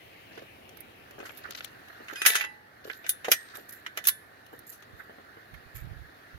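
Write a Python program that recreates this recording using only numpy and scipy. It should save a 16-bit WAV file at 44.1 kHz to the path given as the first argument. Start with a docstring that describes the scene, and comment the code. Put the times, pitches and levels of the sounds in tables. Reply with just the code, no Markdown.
"""A chain-link gate is swung shut in a quiet back yard: its tube frame clanks on the post and rings, then
the steel fork latch is lifted, dropped and rattled home. Each blow is short coloured noise; frame and fork
add decaying sine modes. The hinge squeaks in wavering sines, loose mesh ticks and chatters in grainy noise,
and feet thud and brush through the grass. Shaped noise makes the rumble and hiss of distant woods, and
late on puffs of wind touch the microphone."""
import sys
import numpy as np
from scipy import signal
from scipy.fft import rfft, irfft, next_fast_len
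from scipy.io import wavfile
from scipy.ndimage import uniform_filter1d, map_coordinates

SR = 44100
rng = np.random.default_rng(int(sys.argv[2]) if len(sys.argv) > 2 else 0)


def transcribe(signal):
    """Save signal, clipped to [-1, 1], as a 16-bit WAV file at the path in sys.argv[1]."""
    frames = np.atleast_2d(signal).T
    limited = np.clip(frames, -1, 1)
    pcm = np.round(limited * 32767).astype(np.int16)
    wavfile.write(sys.argv[1], SR, pcm)


N = 281345  # length in samples

# Edges of the four bands of a blow, knock, clank, clink and tick: f/Hz
BAND_EDGES = [250, 900, 3500, 9000, 16000]
LEAD = .02  # time kept before each blow for the noise swell around it (s)


def gate():
    """The tube frame knocks on the post: each contact is a noisy clash plus the long modes of the tubes."""
    # Frame against post: t/s, clank level/dB before trims, hardness (tick over clank)/dB, t60/s, left-right/dB
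    gate_hits = [(2.083, -33, -27.5, .06, 0), (2.157, -34, -16.5, 0.14, 1.5),
                 (2.217, -19.5, -14.5, 0.051, 2), (2.251, -21, -16, 0.16, -5.5), (2.261, -10, 0, 0.046, 0),
                 (2.2655, -29, 12.5, 0.18, 9), (2.353, -16.5, -9.5, .076, 2), (2.362, -27.5, -4, 0.048, 14),
                 (2.409, -20.5, -43, 0.06, -6), (2.439, -29, -45, 0.1, 5.5)]
    # Frame tubes: f/Hz, relative level/dB, t60/s
    tube_modes = [(840, -14, 1.0), (894, -18, .8), (1308, -21, .2), (1485, -20, .25), (1600, -17, .28),
                  (1776, -21, .22), (1949, -18, .72), (1992, -13, .33), (2492, -16, .25), (2681, -13, .21),
                  (2935, -18, .2), (3044, -16, .18), (3703, -16, .17), (3930, -20, .42), (4988, -17, .24),
                  (6428, -12, .15), (8820, -3, .09), (10645, -18, .2), (11061, -18, .2), (11209, -15, .3),
                  (13400, -19, .15), (14800, -27, .26)]
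    out = np.zeros((2, N))
    for s, db, hardness_db, t60, left_db in gate_hits:
        levels_db = contact(db, hardness_db, thump_db=-18)
        add(out, s - LEAD, amp(-3.5) * panned(left_db) * clash(levels_db, t60))
        add(out, s, amp(-4) * panned(left_db) * ring(tube_modes, levels_db))
    return out


def latch():
    """The steel fork clashes and rings; the balance of its modes depends on where it is struck."""
    # Fork blows: t/s, clank level/dB before trims, hardness (tick over clank)/dB, knock over clank/dB,
    # t60/s, left-right/dB, striking point (0 tip - 1 heel)
    fork_hits = [(2.899, -29.5, -48, -11.5, .06, -3, .05), (3.064, -33, -18.5, -31, .05, 4.5, .05),
                 (3.092, -38.5, 20.5, -25.5, .07, 4, .15), (3.245, -31.5, -17.5, -11.5, 0.13, 1.5, .5),
                 (3.283, -32, -17, 9, .065, -0.5, 0), (3.316, -17.5, 3, -13.5, 0.077, 1, 1),
                 (3.863, -28.5, -25.5, -33.5, .05, -0.5, .12), (3.973, -27.5, -8.5, -12, .05, -3, .4),
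                 (4.04, -43, 1.5, -25, .09, -0.5, .18), (4.052, -37.5, -1, -37, .08, 5.5, .3),
                 (4.0707, -31, 16, -31.5, .07, -1, .05), (4.085, -26.5, 9, -34.5, .055, -3.5, .15)]
    # Fork: f/Hz, relative level struck at the tip/dB, relative level struck at the heel/dB, t60/s
    fork_tones = [(620, -20, -1, .08), (1529, -15, -32, .3), (1740, -20, -22, .45), (1860, -24, -19, .38),
                  (1980, -20, -13, .24), (2400, -20, -4, .07), (2990, -14, -2, .07), (3560, -14, -22, .19),
                  (3930, -10, -12, .07), (5730, -22, -10, .1), (6290, -20, -9, .08), (8333, -41, -23, .5),
                  (10030, -8, -26, .14), (10150, -21, -40, .27), (11460, -30, -32, .3),
                  (11397, -15, -12, .08), (13280, -11, -15, .07)]
    out = np.zeros((2, N))
    for s, db, hardness_db, thump_db, t60, left_db, heel in fork_hits:
        levels_db = contact(db, hardness_db, thump_db)
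        modes = []
        for hz, tip_db, heel_db, life in fork_tones:
            modes.append((hz, np.interp(heel, [0, 1], [tip_db, heel_db]), life))
        add(out, s - LEAD, panned(left_db) * clash(levels_db, t60))
        add(out, s, amp(-0.5) * panned(left_db) * ring(modes, levels_db))
    return out


def contact(db, hardness_db, thump_db):
    """Levels of knock, clank, clink and tick: a harder contact excites more treble, a cushioned one is dull."""
    clink_db = -1 + 0.48 * hardness_db  # the clink takes about half of the hardness
    return db + np.array([thump_db, 0, clink_db, hardness_db])


def clash(levels_db, t60, attack=0.00099, swell_db=-22, uneven_db=4, spacing_hz=110):
    """Steel on steel: uneven noise dies like crowded short modes; a faint swell lies just before and around."""
    # Colour of the crowded short modes: f/Hz, relative level/dB
    steel_colour = [(250, -9.5), (340, 0), (600, 1), (760, -3.5), (950, -6), (1500, 5.5), (2000, 9.5),
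                    (3000, 1), (4600, -11), (6600, -6.5), (7700, -13.5), (9400, -11), (11400, -4.5),
                    (13300, -8.5), (15700, -10)]
    crack_db, crack_s = -8, .002  # the first instant stands out over the decay
    swell_s = 0.0077  # time constant of the noise swell on either side of the blow
    t = np.arange(SR // 6) / SR - LEAD
    strengths = rng.standard_normal(size=400)

    def uneven(hz):
        bumps = np.interp(hz / spacing_hz, np.arange(len(strengths)), strengths)
        return amp(uneven_db * (hz > BAND_EDGES[1]) * bumps)  # the knock band stays even

    crowd = filtered(rush(steel_colour, size=len(t), lag=0.00021), uneven)

    def band(lo, hi):
        return unit(filtered(crowd, lambda hz: 1 / (1 + (lo / (hz + 1)) ** 10) / (1 + (hz / hi) ** 20)))

    body = sum(amp(db) * band(lo, hi) for db, lo, hi in zip(levels_db, BAND_EDGES, BAND_EDGES[1:]))
    after = np.maximum(t, 0)
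    blow = np.exp(-np.log(1000) * after / t60) * (1 - np.exp(-after / attack))
    blow = blow * (1 + amp(crack_db) * np.exp(-after / crack_s))
    swell = amp(swell_db) * np.exp(-np.abs(t) / swell_s)
    return body * (blow + swell)


def ring(modes, levels_db):
    """Long sine modes, each driven by the blow in its band; strength and phase differ at each port."""
    size = SR // 2  # time given to each blow to die away
    out = np.zeros((2, size))
    for hz, db, t60 in modes:
        t = np.arange(min(size, int(t60 * SR))) / SR
        drive_db = levels_db[np.searchsorted(BAND_EDGES[1:-1], hz)] + 2 * rng.standard_normal((2, 1))
        phase = rng.uniform(0, 2 * np.pi, (2, 1))
        decay = np.exp(-np.log(1000) * t / t60)
        out[:, :len(t)] += amp(db + drive_db) * decay * np.sin(2 * np.pi * hz * t + phase)
    onset = 1 - np.exp(-np.arange(size) / SR / 0.00043)
    return out * onset


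def swing():
    """The hinge squeaks in wavering sines; the shaken mesh chatters as grainy noise and settles to rest."""
    # Hinge squeak: f/Hz, relative level/dB
    squeak_tones = [(2492, -1), (2680, -13), (4985, -8), (11055, -11)]
    # Colour of the shaken mesh: f/Hz, relative level/dB
    shaken_colour = [(250, -23), (650, 0), (1000, -16.5), (1700, 4.5), (2800, 1), (4600, -7), (6700, -3.5),
                     (7800, -15), (9500, -21.5), (11300, -8.5), (13500, -19), (15700, -24)]
    slide_s, slam_s, rest_s = 2.07, 2.261, 2.45  # frame meets post, slams, comes to rest
    t = np.arange(N) / SR
    tones = 0
    for hz, db in squeak_tones:
        strength = amp(db + 2 * wobble(37))
        phase = rng.uniform(0, 2 * np.pi, (2, 1)) + .8 * wobble(60)
        tones = tones + strength * np.sin(2 * np.pi * hz * t + phase)
    chatter = crowded(grainy(shaken_colour, rate=220, depth_db=5), depth_db=6, spacing_hz=70)
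    squeak = stroke(2.145, .115, -41.5, attack=0.029, release=.008)
    slide = stroke(slide_s, slam_s - slide_s, -48, attack=0.036, release=.015)
    settling_db = -24 - 80.5 * np.maximum(t - slam_s, 0)  # falls 80.5 dB a second
    slam = stroke(slam_s, rest_s - slam_s, settling_db, attack=.008, release=0.0061)
    return squeak * tones + amp(-1) * (slide + slam) * chatter


def crowded(x, depth_db, spacing_hz):
    """Many narrow wire resonances: random peaks and dips across the spectrum."""
    strengths = rng.standard_normal(size=2000)

    def peaks(hz):
        return amp(depth_db * np.interp(hz / spacing_hz, np.arange(len(strengths)), strengths))

    return unit(filtered(x, peaks))


def mesh():
    """Loose wire and fittings tick without long modes; the longer ticks also start more softly."""
    # Rattles: t/s, clank level/dB before trim, hardness (tick over clank)/dB, t60/s, left-right/dB
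    mesh_hits = [(.377, -45, -20, 0.071, -7), (0.771, -50.5, 0.5, .034, -9), (0.805, -61.5, 18, 0.031, -16),
                 (1.2, -43, -23, 0.11, 4), (1.253, -42.5, -9.5, 0.14, 3.5), (1.293, -38, -42, 0.038, 9),
                 (1.304, -40, -43, 0.035, -10), (1.372, -59.5, 14.5, 0.095, -8),
                 (1.508, -36, 0.5, 0.014, 4), (1.549, -43, -16, 0.022, -8),
                 (1.607, -29.5, -38, 0.016, -1.5), (1.645, -38.5, 3.5, 0.026, 11),
                 (3.041, -38, -29, 0.12, -4), (3.554, -42, -4, .06, -4), (3.692, -58, 20, .034, 2.5),
                 (3.723, -56.5, 12, 0.1, -7), (3.985, -34.5, -19, 0.07, -2.5), (4.591, -65, 23.5, .023, -4),
                 (4.723, -58.5, 14, 0.14, 4), (4.823, -48.5, -10.5, 0.055, 6.5),
                 (5.54, -47, -16, 0.067, -17), (5.752, -45.5, -15, 0.19, -4.5)]
    strays = stray_ticks(count=10, db=-50.5, spread_db=2.5, hardness_db=-5.5, t60=.03)
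    out = np.zeros((2, N))
    for s, db, hardness_db, t60, left_db in mesh_hits + strays:
        levels_db = contact(db, hardness_db, thump_db=-10)
        add(out, s - LEAD, amp(-1.5) * panned(left_db) * clash(levels_db, t60, attack=t60 / 45))
    return out


def stray_ticks(count, db, spread_db, hardness_db, t60):
    """Rows of faint rattles scattered at random over the whole scene."""
    times = rng.uniform(LEAD, N / SR, count)
    chance = rng.standard_normal((count, 3))
    rows = []
    for s, (a, b, c) in zip(times, chance):
        rows.append((s, db + spread_db * a, hardness_db + spread_db * b, t60, spread_db * c))
    return rows


def rustle():
    """Friction as grainy noise: wire rubs on the frame, the hollow rail is scuffed, feet brush the grass."""
    # Wire rubbing on the frame: t/s, length/s, level/dB before trim
    wire_rubs = [(0.316, 0.11, -62.5), (1.213, 0.38, -66.5), (1.503, .008, -46), (1.545, .12, -55.5),
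                 (2.836, 0.12, -60), (3.36, 0.24, -63)]
    # Colour of the rubbed wire: f/Hz, relative level/dB
    wire_colour = [(530, -35.5), (900, -10.5), (1010, -20), (1390, -3), (2840, -4.5), (4330, -1.5),
                   (7540, -14), (9230, -31), (10000, -17), (13000, -43), (22000, -120)]
    # Dull scuffs along the hollow rail: t/s, length/s, level/dB before trim
    rail_scuffs = [(1.247, .018, -45), (1.441, 0.022, -39), (1.894, 0.01, -46), (2.095, .02, -44.5),
                   (3.531, 0.026, -47.5), (4.991, .014, -42), (5.18, .008, -53), (5.364, .008, -51)]
    # Colour of the rail: f/Hz, relative level/dB
    rail_colour = [(300, -21), (1000, -15), (1400, -0.5), (1900, -0.5), (2500, -19), (4000, -31),
                   (8000, -47)]
    # Feet brushing the grass: t/s, length/s, level/dB before trim
    grass_brushes = [(1.227, 0.17, -60), (1.555, 0.022, -52.5), (2.842, .14, -59), (3.541, 0.027, -50.5),
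                     (3.685, 0.069, -53.5), (4.523, 0.012, -60), (4.664, 0.032, -47), (4.965, .035, -61.5),
                     (5.739, 0.028, -48)]
    # Colour of the grass: f/Hz, relative level/dB
    grass_colour = [(2940, -42), (5000, -12), (6050, -23.5), (6760, -1.5), (10300, -9.5), (12000, 2.5),
                    (14200, -2), (16000, -27)]
    rubs = sum(stroke(*row, attack=0.0081, release=0.016) for row in wire_rubs)
    scuffs = sum(stroke(*row, attack=0.0049, release=0.016) for row in rail_scuffs)
    brushes = sum(stroke(*row, attack=0.007, release=0.035) for row in grass_brushes)
    wire = amp(3.5) * rubs * grainy(wire_colour, rate=200, depth_db=5.5)
    rail = amp(-1.5) * scuffs * grainy(rail_colour, rate=260, depth_db=2.5) * panned(-4.5)
    grass = amp(-0.5) * brushes * grainy(grass_colour, rate=350, depth_db=5.5)
    return wire + rail + grass


def steps():
    """Soft footfalls on turf: dull noise thuds with a quick start and decay."""
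    # Footfalls: t/s, level/dB before trim
    footfalls = [(0.375, -39), (0.42, -44.5), (1.182, -37), (1.2, -38), (1.228, -38), (1.488, -40.5),
                 (2.001, -43), (2.127, -40), (2.852, -41), (2.875, -41.5), (3.579, -40), (4.53, -39),
                 (5.095, -41.5), (5.184, -46), (5.369, -44.5)]
    # Colour of a thud: f/Hz, relative level/dB
    thud_colour = [(71, -41), (120, -15.5), (437, 6), (955, -15), (1230, -14), (1750, -7.5), (2350, -49.5),
                   (3000, -14), (3900, -72), (6600, -120)]
    out, t = np.zeros((2, N)), np.arange(SR // 4) / SR
    thud = np.exp(-t / 0.016) * (1 - np.exp(-t / 0.00042))
    for s, db in footfalls:
        add(out, s, amp(db + 0.5) * thud * rush(thud_colour, size=len(t)))
    return out


def wind():
    """Puffs of fluttering low noise, mostly on the right port, which lags the left by 15 ms."""
    # Puffs: t/s, length/s, level/dB before trim
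    puff_rows = [(4.92, .02, -50.5), (5.512, 0.057, -46.5), (5.652, .02, -49), (5.73, 0.065, -44),
                 (5.811, .21, -39.5), (6.333, 0.034, -48)]
    # Colour of the buffeting: f/Hz, relative level/dB
    buffet_colour = [(12, -42.5), (20, -7), (49, 3), (103, 2), (163, -5), (214, -34.5), (350, -29.5),
                     (460, -58), (770, -120)]
    flutter = amp(3.5 * wobble(40))
    lumps = rush(buffet_colour, lag=0.015) * flutter
    puffs = sum(stroke(*row, attack=0.0086, release=0.025) for row in puff_rows)
    return amp(-5.5) * puffs * unit(lumps) * panned(-18)


def air():
    """Shaped noise: a wavering far-off rumble, and a hiss of woods and leaves that flickers in patches."""
    # Low rumble of the surroundings: t/s, level/dB before trim
    rumble_level = [(0.0, -59), (1.72, -58.5), (2.27, -63.5), (2.49, -62.5), (6.38, -61)]
    # Colour of the rumble: f/Hz, relative level/dB
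    rumble_colour = [(15, -51), (25, -22), (102, -2.5), (169, -8.5), (284, -4.5), (412, -5.5), (762, -8.5),
                     (854, -13.5), (1050, -18), (1200, -16.5), (1560, -51.5), (2640, -120)]
    # Hiss of the woods: t/s, level/dB before trim
    woods_level = [(0.0, -65.5), (0.8, -64.5), (2.04, -54.5), (2.33, -53.5), (2.61, -61.5), (3.36, -56),
                   (4.1, -59.5), (6.38, -58)]
    # Colour of the woods: f/Hz, relative level/dB
    woods_colour = [(410, -29.5), (700, -5), (852, -13.5), (934, -14), (1260, -7.5), (1820, 2.5),
                    (2240, -10), (3240, -18), (4260, -16), (4920, -23), (5690, -24.5), (8100, -27.5),
                    (12500, -25), (16000, -28)]
    # A brighter hiss that fades out early: t/s, level/dB before panning and flicker
    leaves_level = [(0, -55.5), (1.6, -59.5), (2.2, -74)]
    # Colour of the brighter hiss: f/Hz, relative level/dB
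    leaves_colour = [(1200, -26), (2000, 4), (2800, 2), (3300, -7.5), (4500, -14.5), (7000, -20.5),
                     (12000, -16)]
    waver = amp(.9 * wobble(9))
    low = amp(5) * waver * level(rumble_level) * rush(rumble_colour) * panned(.4)
    woods = amp(3.5) * level(woods_level) * rush(woods_colour)
    leaves = level(leaves_level) * rush(leaves_colour) * panned(1.7)
    z = signal.stft(woods + leaves, nperseg=512)[2]
    # Smooth random gains over frequency, then time
    patches = uniform_filter1d(rng.standard_normal(z.shape[1:]), size=4, axis=0)
    patches = unit(uniform_filter1d(patches, size=10, axis=1))
    return low + signal.istft(z * amp(1.7 * patches), nperseg=512)[1][:, :N]


def yard(x):
    """Scatter from fence, house and trees: a noise tail in which each frequency dies at its own speed."""
    # Decay of the yard: f/Hz, t60/s
    yard_decay = [(300, .4), (1800, 0.27), (5000, 0.14), (13000, 0.49)]
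    hz, t, z = signal.stft(rng.standard_normal((2, SR)), SR, nperseg=256)
    decay = np.exp(-np.log(1000) * t / along(yard_decay, hz)[:, None])
    tail = signal.istft(z * decay, SR, nperseg=256)[1]
    return signal.fftconvolve(x, tail / np.linalg.norm(tail[0]), axes=1)[:, :N]


def rush(spectrum, size=N, lag=.00048):
    """Coloured stereo noise of rms 1, most alike in the bass, reaching the right port lag seconds later."""
    # Likeness of the two ports: f/Hz, left-right correlation (0-1)
    likeness = [(60, 0.67), (200, 1), (500, 0.59), (900, .45), (1700, 0.32), (3000, 0.35), (5000, 0.084),
                (15000, 0.053)]
    m = next_fast_len(size, real=True)
    hz = np.fft.rfftfreq(m, 1 / SR)
    turn = np.arccos(np.clip(along(likeness, hz), 0, 1)) / 2
    coloured = rfft(rng.standard_normal((2, m))) * amp(along(spectrum, hz))
    mid, side = coloured * [np.cos(turn), np.sin(turn)]
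    delay = np.exp(-2j * np.pi * hz * lag)
    return unit(irfft(np.array([mid + side, (mid - side) * delay]), m)[:, :size])


def grainy(spectrum, rate, depth_db):
    """Noise of rms 1 broken into quick uneven grains."""
    return unit(rush(spectrum) * amp(depth_db * wobble(rate)))


def stroke(s, length, db, attack, release):
    """Gain per sample of one gesture: it rises, holds until its length is up and dies away."""
    gain = np.zeros(N)
    during = np.arange(round(s * SR), min(N, round((s + length + 10 * release) * SR)))
    t = during / SR - s
    gain[during] = np.clip(t / attack, 0, 1) * np.exp(-np.maximum(t - length, 0) / release)
    return amp(db) * gain


def level(rows):
    """Gain per sample from (s, dB) rows; practically silent outside them."""
    s, db = np.transpose(rows)
    return amp(np.interp(np.arange(N) / SR, s, db, left=-120, right=-120))


def wobble(rate):
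    """A smooth random curve, rate knots a second."""
    knots = rng.standard_normal(int(N * rate / SR) + 4)
    fine = np.arange(0, len(knots), .1)
    return np.interp(np.arange(N) * rate / SR, fine, map_coordinates(knots, [fine]))


def filtered(x, response):
    """Multiply the spectrum of x by a response of frequency."""
    n = x.shape[-1]
    m = next_fast_len(n + n // 20, real=True)
    return irfft(rfft(x, m) * response(np.fft.rfftfreq(m, 1 / SR)), m)[..., :n]


def along(points, hz):
    """Read (Hz, value) points on a log frequency axis."""
    f, v = np.transpose(points)
    return np.interp(np.log(hz + 1), np.log(f + 1), v)


def amp(db):
    """Decibels to gain."""
    return np.exp(np.asarray(db) * np.log(10) / 20)


def unit(x):
    """Scale to rms 1."""
    return x / np.sqrt(np.mean(x ** 2) + 1e-20)


def panned(left_db):
    """Gains of the two channels, left_db apart."""
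    return amp([[left_db / 2], [-left_db / 2]])


def add(track, s, sound):
    """Mix a sound in at time s."""
    part = track[:, round(s * SR):][:, :sound.shape[-1]]
    part += sound[..., :part.shape[-1]]


def scene():
    """Steel close by with its faint scatter, in the open air."""
    # Stereo place of gate and fork, lows to the left and upper mids to the right: f/Hz, left-right/dB
    steel_side = [(700, 3), (2000, -3), (3000, -7.5), (5000, -5), (7000, 0)]
    near = gate() + swing() + latch()
    near = filtered(near, lambda hz: amp(np.outer([.5, -.5], along(steel_side, hz))))
    steel = near + mesh()
    scatter_colour = [(400, -38.5), (1800, -29.0), (5000, -9), (12000, -34.5)]  # f/Hz, gain/dB
    scatter = filtered(yard(steel), lambda hz: amp(along(scatter_colour, hz)))
    return steel + scatter + steps() + rustle() + air() + wind()


def record(dry):
    """Each microphone port has its own colour; a steep low-pass removes the top treble."""
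    # Colour of the left port: f/Hz, gain/dB
    left_colour = [(500, -2.5), (1300, 1), (1900, -3.5), (3000, 4.5), (6500, 3.5), (8000, -1), (10000, 2.5),
                   (12000, -4), (16000, -2)]
    # Colour of the right port: f/Hz, gain/dB
    right_colour = [(500, -2), (1300, 5.5), (1900, 0), (3000, -3.5), (5500, -2), (7600, -27), (10000, 0),
                    (12000, 6), (16000, 1.5)]
    top_hz = 15900
    heard = filtered(dry, lambda hz: amp([along(left_colour, hz), along(right_colour, hz)]))
    return filtered(heard, lambda hz: 1 / (1 + (hz / top_hz) ** 120))


dry = scene()
out = record(dry)
transcribe(out)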